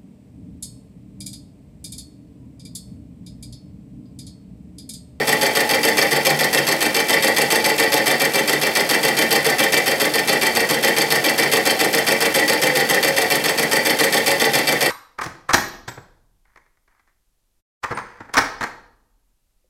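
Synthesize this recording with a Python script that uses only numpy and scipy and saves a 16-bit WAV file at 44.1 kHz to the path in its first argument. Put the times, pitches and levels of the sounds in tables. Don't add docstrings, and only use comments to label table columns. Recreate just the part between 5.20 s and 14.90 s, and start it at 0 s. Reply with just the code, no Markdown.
import sys
import numpy as np
from scipy import signal
from scipy.fft import rfft, irfft, next_fast_len
from scipy.io import wavfile
from scipy.ndimage import uniform_filter1d

SR = 44100
rng = np.random.default_rng(int(sys.argv[2]) if len(sys.argv) > 2 else 0)


def transcribe(signal):
    frames = np.atleast_2d(signal).T
    limited = np.clip(frames, -1, 1)
    pcm = np.round(limited * 32767).astype(np.int16)
    wavfile.write(sys.argv[1], SR, pcm)


N = 427769

# delay in seconds, chatter life in seconds, relative levels in dB for bench, frame, rods,
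# and pins and clicks, then looseness from 0 to 1.
CONTACTS = [ (-.0006, .0034, -13, -8.5, -1.5, -2.5, 0), (.0013, 0.002, -12, -7.5, 1, -2.5, 0),
            (.0082, .0022, -6, -4, 1.5, 0.5, .2), (0.0125, 0.0034, -4, -3.5, -2, -6.5, 0.4),
            (.0187, 0.0035, -1.5, -2.5, 2.7, 4.5, 0), (.0259, .0023, -3.5, -10, -6, -7, 0.03),
            (0.0343, 0.0037, -7, -6.5, -3, -8, 0), (0.0435, 0.00099, -4.5, -4.5, 3.5, -8, 0),
            (0.0507, .0032, -10.5, -2, -7, -3, 0.1), (0.0538, 0.007, -1.5, 0.5, 0.5, 2.5, 0),
            (0.0654, 0.0022, -2, -5.5, -10, -20, 0.02), (.074, .0044, -8, -7, -6.5, -32, 0),
            (0.0788, 0.0058, -12.5, -4.5, -8.5, -22, 1), (0.0873, .0038, -8.5, -6.5, -14, -27, .8),
            (0.0959, .007, -10, -13, -4.5, -11, .2), (.112, 0.0069, -16.5, -17, -24, -13, 0),
            (.121, .0045, -16, -24, -15, -9, 0.02)]
DELAY_S, LIFE_S, BENCH_DB, FRAME_DB, ROD_DB, CLICK_DB, LOOSENESS = np.transpose(CONTACTS)
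TURN_COUNT = 71


def amp(db):
    return 10 ** (np.asarray(db) / 20)


def unit(x):
    return x / np.sqrt(np.mean(x ** 2) + 1e-20)


def along(points, hz):
    knots_hz, values = np.transpose(points)
    return np.interp(np.log(hz + 1), np.log(knots_hz + 1), values)


def filtered(x, response):
    size = next_fast_len(N + SR // 2)
    return irfft(rfft(x, size) * response(np.fft.rfftfreq(size, 1 / SR)), size)[:N]


def ringing(modes, size=16384):
    hz = np.fft.rfftfreq(size, 1 / SR)
    spectrum = 0
    for k, (mode_hz, width_hz, db) in enumerate(modes):
        damping = 1j * hz * width_hz
        spectrum += (-1) ** k * amp(db) * damping / (mode_hz ** 2 - hz ** 2 + damping)
    return irfft(spectrum)


def snap(colour, size=2048):
    gain = amp(along(colour, np.fft.rfftfreq(size, 1 / SR)))
    cepstrum = irfft(np.log(gain))
    cepstrum[1:size // 2] *= 2
    cepstrum[size // 2 + 1:] = 0
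    return irfft(np.exp(rfft(cepstrum)))


def turn_starts():
    first_s, turn_s, quicken_s = -0.06787, 0.139851, 0.0000473
    k = np.arange(TURN_COUNT)
    return first_s + turn_s * k - quicken_s * k * (k - 1) / 2


def contact_times():
    jitter_s, tight_play_s, loose_play_s = 0.0003, 0.0004, 0.0008
    starts_s = turn_starts()
    period_s = np.gradient(starts_s)
    play = rng.standard_normal((TURN_COUNT, len(CONTACTS)))
    wander = unit(uniform_filter1d(play, size=3, axis=0, mode="wrap"))
    closing_s = starts_s + jitter_s * rng.standard_normal(TURN_COUNT)
    crank_s = np.outer(period_s / period_s.mean(), DELAY_S)
    return closing_s[:, None] + crank_s + (tight_play_s + loose_play_s * LOOSENESS) * wander


def contact_forces():
    # time in seconds, level in dB.
    drift = [(0, -0.6), (1.6, -1.06), (2.25, 0.1), (3.1, -1.3), (4.1, -0.46), (4.7, -1.3), (7.3, -0.4),
             (8.45, -1.5), (9.1, 0.15), (9.7, -1.3)]
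    seated_s = [1.27, 1.83, 3.08, 4.05, 5.02, 6.12, 7.91, 8.32, 8.46, 9.42]
    pull_spread_db, usual_rattle_db, rattle_spread_db, seated_db = 0.37, 1.5, 2.5, -4.5
    starts_s = turn_starts()
    pull_draw, rattle_draw = rng.standard_normal((TURN_COUNT, 2)).T
    pull_db = np.interp(starts_s, *np.transpose(drift)) + pull_spread_db * pull_draw
    rattle_db = usual_rattle_db + rattle_spread_db * rattle_draw
    rattle_db[np.searchsorted(starts_s, seated_s) - 1] = seated_db
    return pull_db[:, None] + np.outer(rattle_db, LOOSENESS)


def struck(times_s, contact_db, body, chatter_db, life_scale, scatter_db, repeat_share=0, size=1024):
    gain = amp(contact_db + scatter_db * rng.standard_normal(times_s.shape))
    age = np.arange(size) / SR / (life_scale * LIFE_S[:, None] + 1 / SR)
    fade = age ** 0.25 * np.exp(-age)
    fade /= np.linalg.norm(fade, axis=1, keepdims=True)
    repeated = np.sqrt(repeat_share) * rng.standard_normal(fade.shape)
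    fresh = np.sqrt(1 - repeat_share) * rng.standard_normal((*times_s.shape, size))
    blows = amp(chatter_db) * (repeated + fresh) * fade
    blows[..., 0] += 1
    onsets = np.round((times_s + 1) * SR).astype(int)
    samples = onsets[..., None] + np.arange(size)
    force = np.bincount(samples.ravel(), (gain[..., None] * blows).ravel(), N + SR)
    return unit(signal.oaconvolve(force, body)[SR:SR + N])


def bench(times_s, force_db, baffle_hz=129):
    # resonance in Hz, width in Hz, relative level in dB.
    modes = [(147, 12, -4), (187.26, 6.4, -6), (226.6, 19.8, -5.5), (301, 13.7, 0.5), (347.5, 61, -4),
             (402, 58, -2), (458, 30.7, 2.5), (515, 32, -1), (545, 21.5, 3.5), (597, 24, -7),
             (632.4, 23, -5), (733, 23.5, -2.5), (803.5, 21.4, -0.5), (854.4, 23.9, -4), (878.6, 19, -1),
             (1060, 27, -12.5), (1140, 25, -10), (1332, 100, -16.5), (1430, 27, -11), (1553, 49, -12)]
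    knocks = struck(times_s, force_db + BENCH_DB, ringing(modes),
                    chatter_db=-6.5, life_scale=1.44, scatter_db=0.5)
    return filtered(amp(-23) * knocks, lambda hz: 1 / np.sqrt(1 + (baffle_hz / (hz + 1)) ** 8))


def frame(times_s, force_db):
    # resonance in Hz, width in Hz, relative level in dB.
    modes = [(1650, 40, -13), (1808, 34, -.5), (1872, 38, -4), (1940, 17, 2), (1992, 48, -2),
             (2066, 45, -3.5), (2130, 30, -9), (2233, 22, -7)]
    return amp(-24) * struck(times_s, force_db + FRAME_DB, ringing(modes),
                             chatter_db=-6.5, life_scale=0.98, scatter_db=1.5)


def rods(times_s, force_db):
    # resonance in Hz, width in Hz, relative level in dB.
    modes = [(2327, 15, 10.5), (2430, 130, -2), (2690, 36, 3.5), (2760, 45, -3), (2940, 90, -12),
             (3080, 36, 0), (3145, 65, 2), (3310, 70, -3), (3490, 70, -1), (3730, 80, -7), (4088, 30, -2.5),
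             (4360, 80, -1), (4500, 60, -3), (4558, 55, 4), (4730, 130, -2), (5085, 60, -3),
             (5210, 45, -3.5), (5350, 70, -4), (5590, 54, -6)]
    return amp(-25) * struck(times_s, force_db + ROD_DB, ringing(modes),
                             chatter_db=11.5, life_scale=1.14, scatter_db=1.3, repeat_share=0.041)


def pins(times_s, force_db):
    # resonance in Hz, width in Hz, relative level in dB.
    modes = [(6305, 110, 2), (7700, 30, 0), (8036, 95, 2.5), (8650, 70, -2.5), (9120, 73, -0.5),
             (11607, 90, 0), (12450, 140, -0.5), (13400, 90.3, -4)]
    return amp(-32.5) * struck(times_s, force_db + CLICK_DB, ringing(modes),
                               chatter_db=9, life_scale=1, scatter_db=1.7, repeat_share=0.12)


def clicks(times_s, force_db):
    # frequency in Hz, relative spectral density in dB.
    colour = [(300, -28), (1100, 4), (2800, -0.5), (3900, 1), (5900, -0.5), (6400, -2.5), (7300, -0.5),
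              (9500, -0.5), (10000, -2.5), (11600, 2.5), (12600, -7), (14000, -7), (15200, -9),
              (15800, -12)]
    return amp(-27.3) * struck(times_s, force_db + CLICK_DB, snap(colour),
                               chatter_db=11, life_scale=0.7, scatter_db=1.2, repeat_share=0.25)


def workshop(x, tail_count=12, predelay_s=0.003):
    # frequency in Hz, time to decay 60 dB in seconds.
    decay = [(150, 0.55), (1000, 0.27), (4000, 0.66), (9000, 0.155), (15000, 0.14)]
    hz, t, noise = signal.stft(rng.standard_normal((tail_count, SR // 3)), SR, nperseg=256)
    t60_s = along(decay, hz)[:, None]
    _, tails = signal.istft(noise * amp(-60 * t / t60_s) / np.sqrt(t60_s), SR, nperseg=256)
    tails /= np.linalg.norm(tails, axis=1, keepdims=True)
    tails = np.pad(tails, ((0, 0), (int(predelay_s * SR), 0)))
    edges = np.round(np.clip(turn_starts() * SR, 0, N - 1)).astype(int)
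    wet = np.zeros(N + SR)
    for k, (start, turn) in enumerate(zip(edges, np.split(x, edges[1:]))):
        answer = signal.fftconvolve(turn, tails[k % tail_count])
        wet[start:start + len(answer)] += answer
    return wet[:N]


def faint_rings(waver_db=3, waver_rad=0.54):
    # middle in seconds, 1/e half length in seconds, pitch in Hz, nominal level in dB.
    swells = [(.25, 0.88, 853, -33), (1.131, .041, 149.5, -30), (2.537, .4, 854, -32),
              (6.548, 0.26, 760, -33), (7.505, 0.18, 508, -26), (7.914, .13, 544.3, -26)]
    t = np.arange(N) / SR
    rings = np.zeros(N)
    for middle_s, half_s, hz, db in swells:
        level, phase = (np.interp(t, turn_starts(), row) for row in rng.standard_normal((2, TURN_COUNT)))
        envelope = amp(db + waver_db * level) * np.exp(-((t - middle_s) / half_s) ** 2)
        rings += envelope * np.sqrt(2) * np.sin(2 * np.pi * hz * t + waver_rad * phase)
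    return rings


def whir():
    # frequency in Hz, relative spectral density in dB.
    colour = [(25, -40), (42, -38), (55, -17), (100, -11.5), (150, -5), (300, -0.5), (800, -2), (1100, -13),
              (2000, -6.5), (4000, -20), (10000, -19.5), (15800, -24)]
    rush = filtered(rng.standard_normal(N), lambda hz: amp(along(colour, hz)))
    return amp(-28.5) * unit(rush)


def scene():
    times_s, force_db = contact_times(), contact_forces()
    engine = sum(part(times_s, force_db) for part in (bench, frame, rods, pins, clicks))
    return (engine + amp(-7) * workshop(engine) + faint_rings() + whir())[None]


def record(dry):
    ceiling, top_hz = 0.85, 15800
    rounded = dry[0] / (1 + np.abs(dry[0] / ceiling) ** 6) ** (1 / 6)
    return filtered(rounded, lambda hz: hz < top_hz)[None]


dry = scene()
out = record(dry)
transcribe(out)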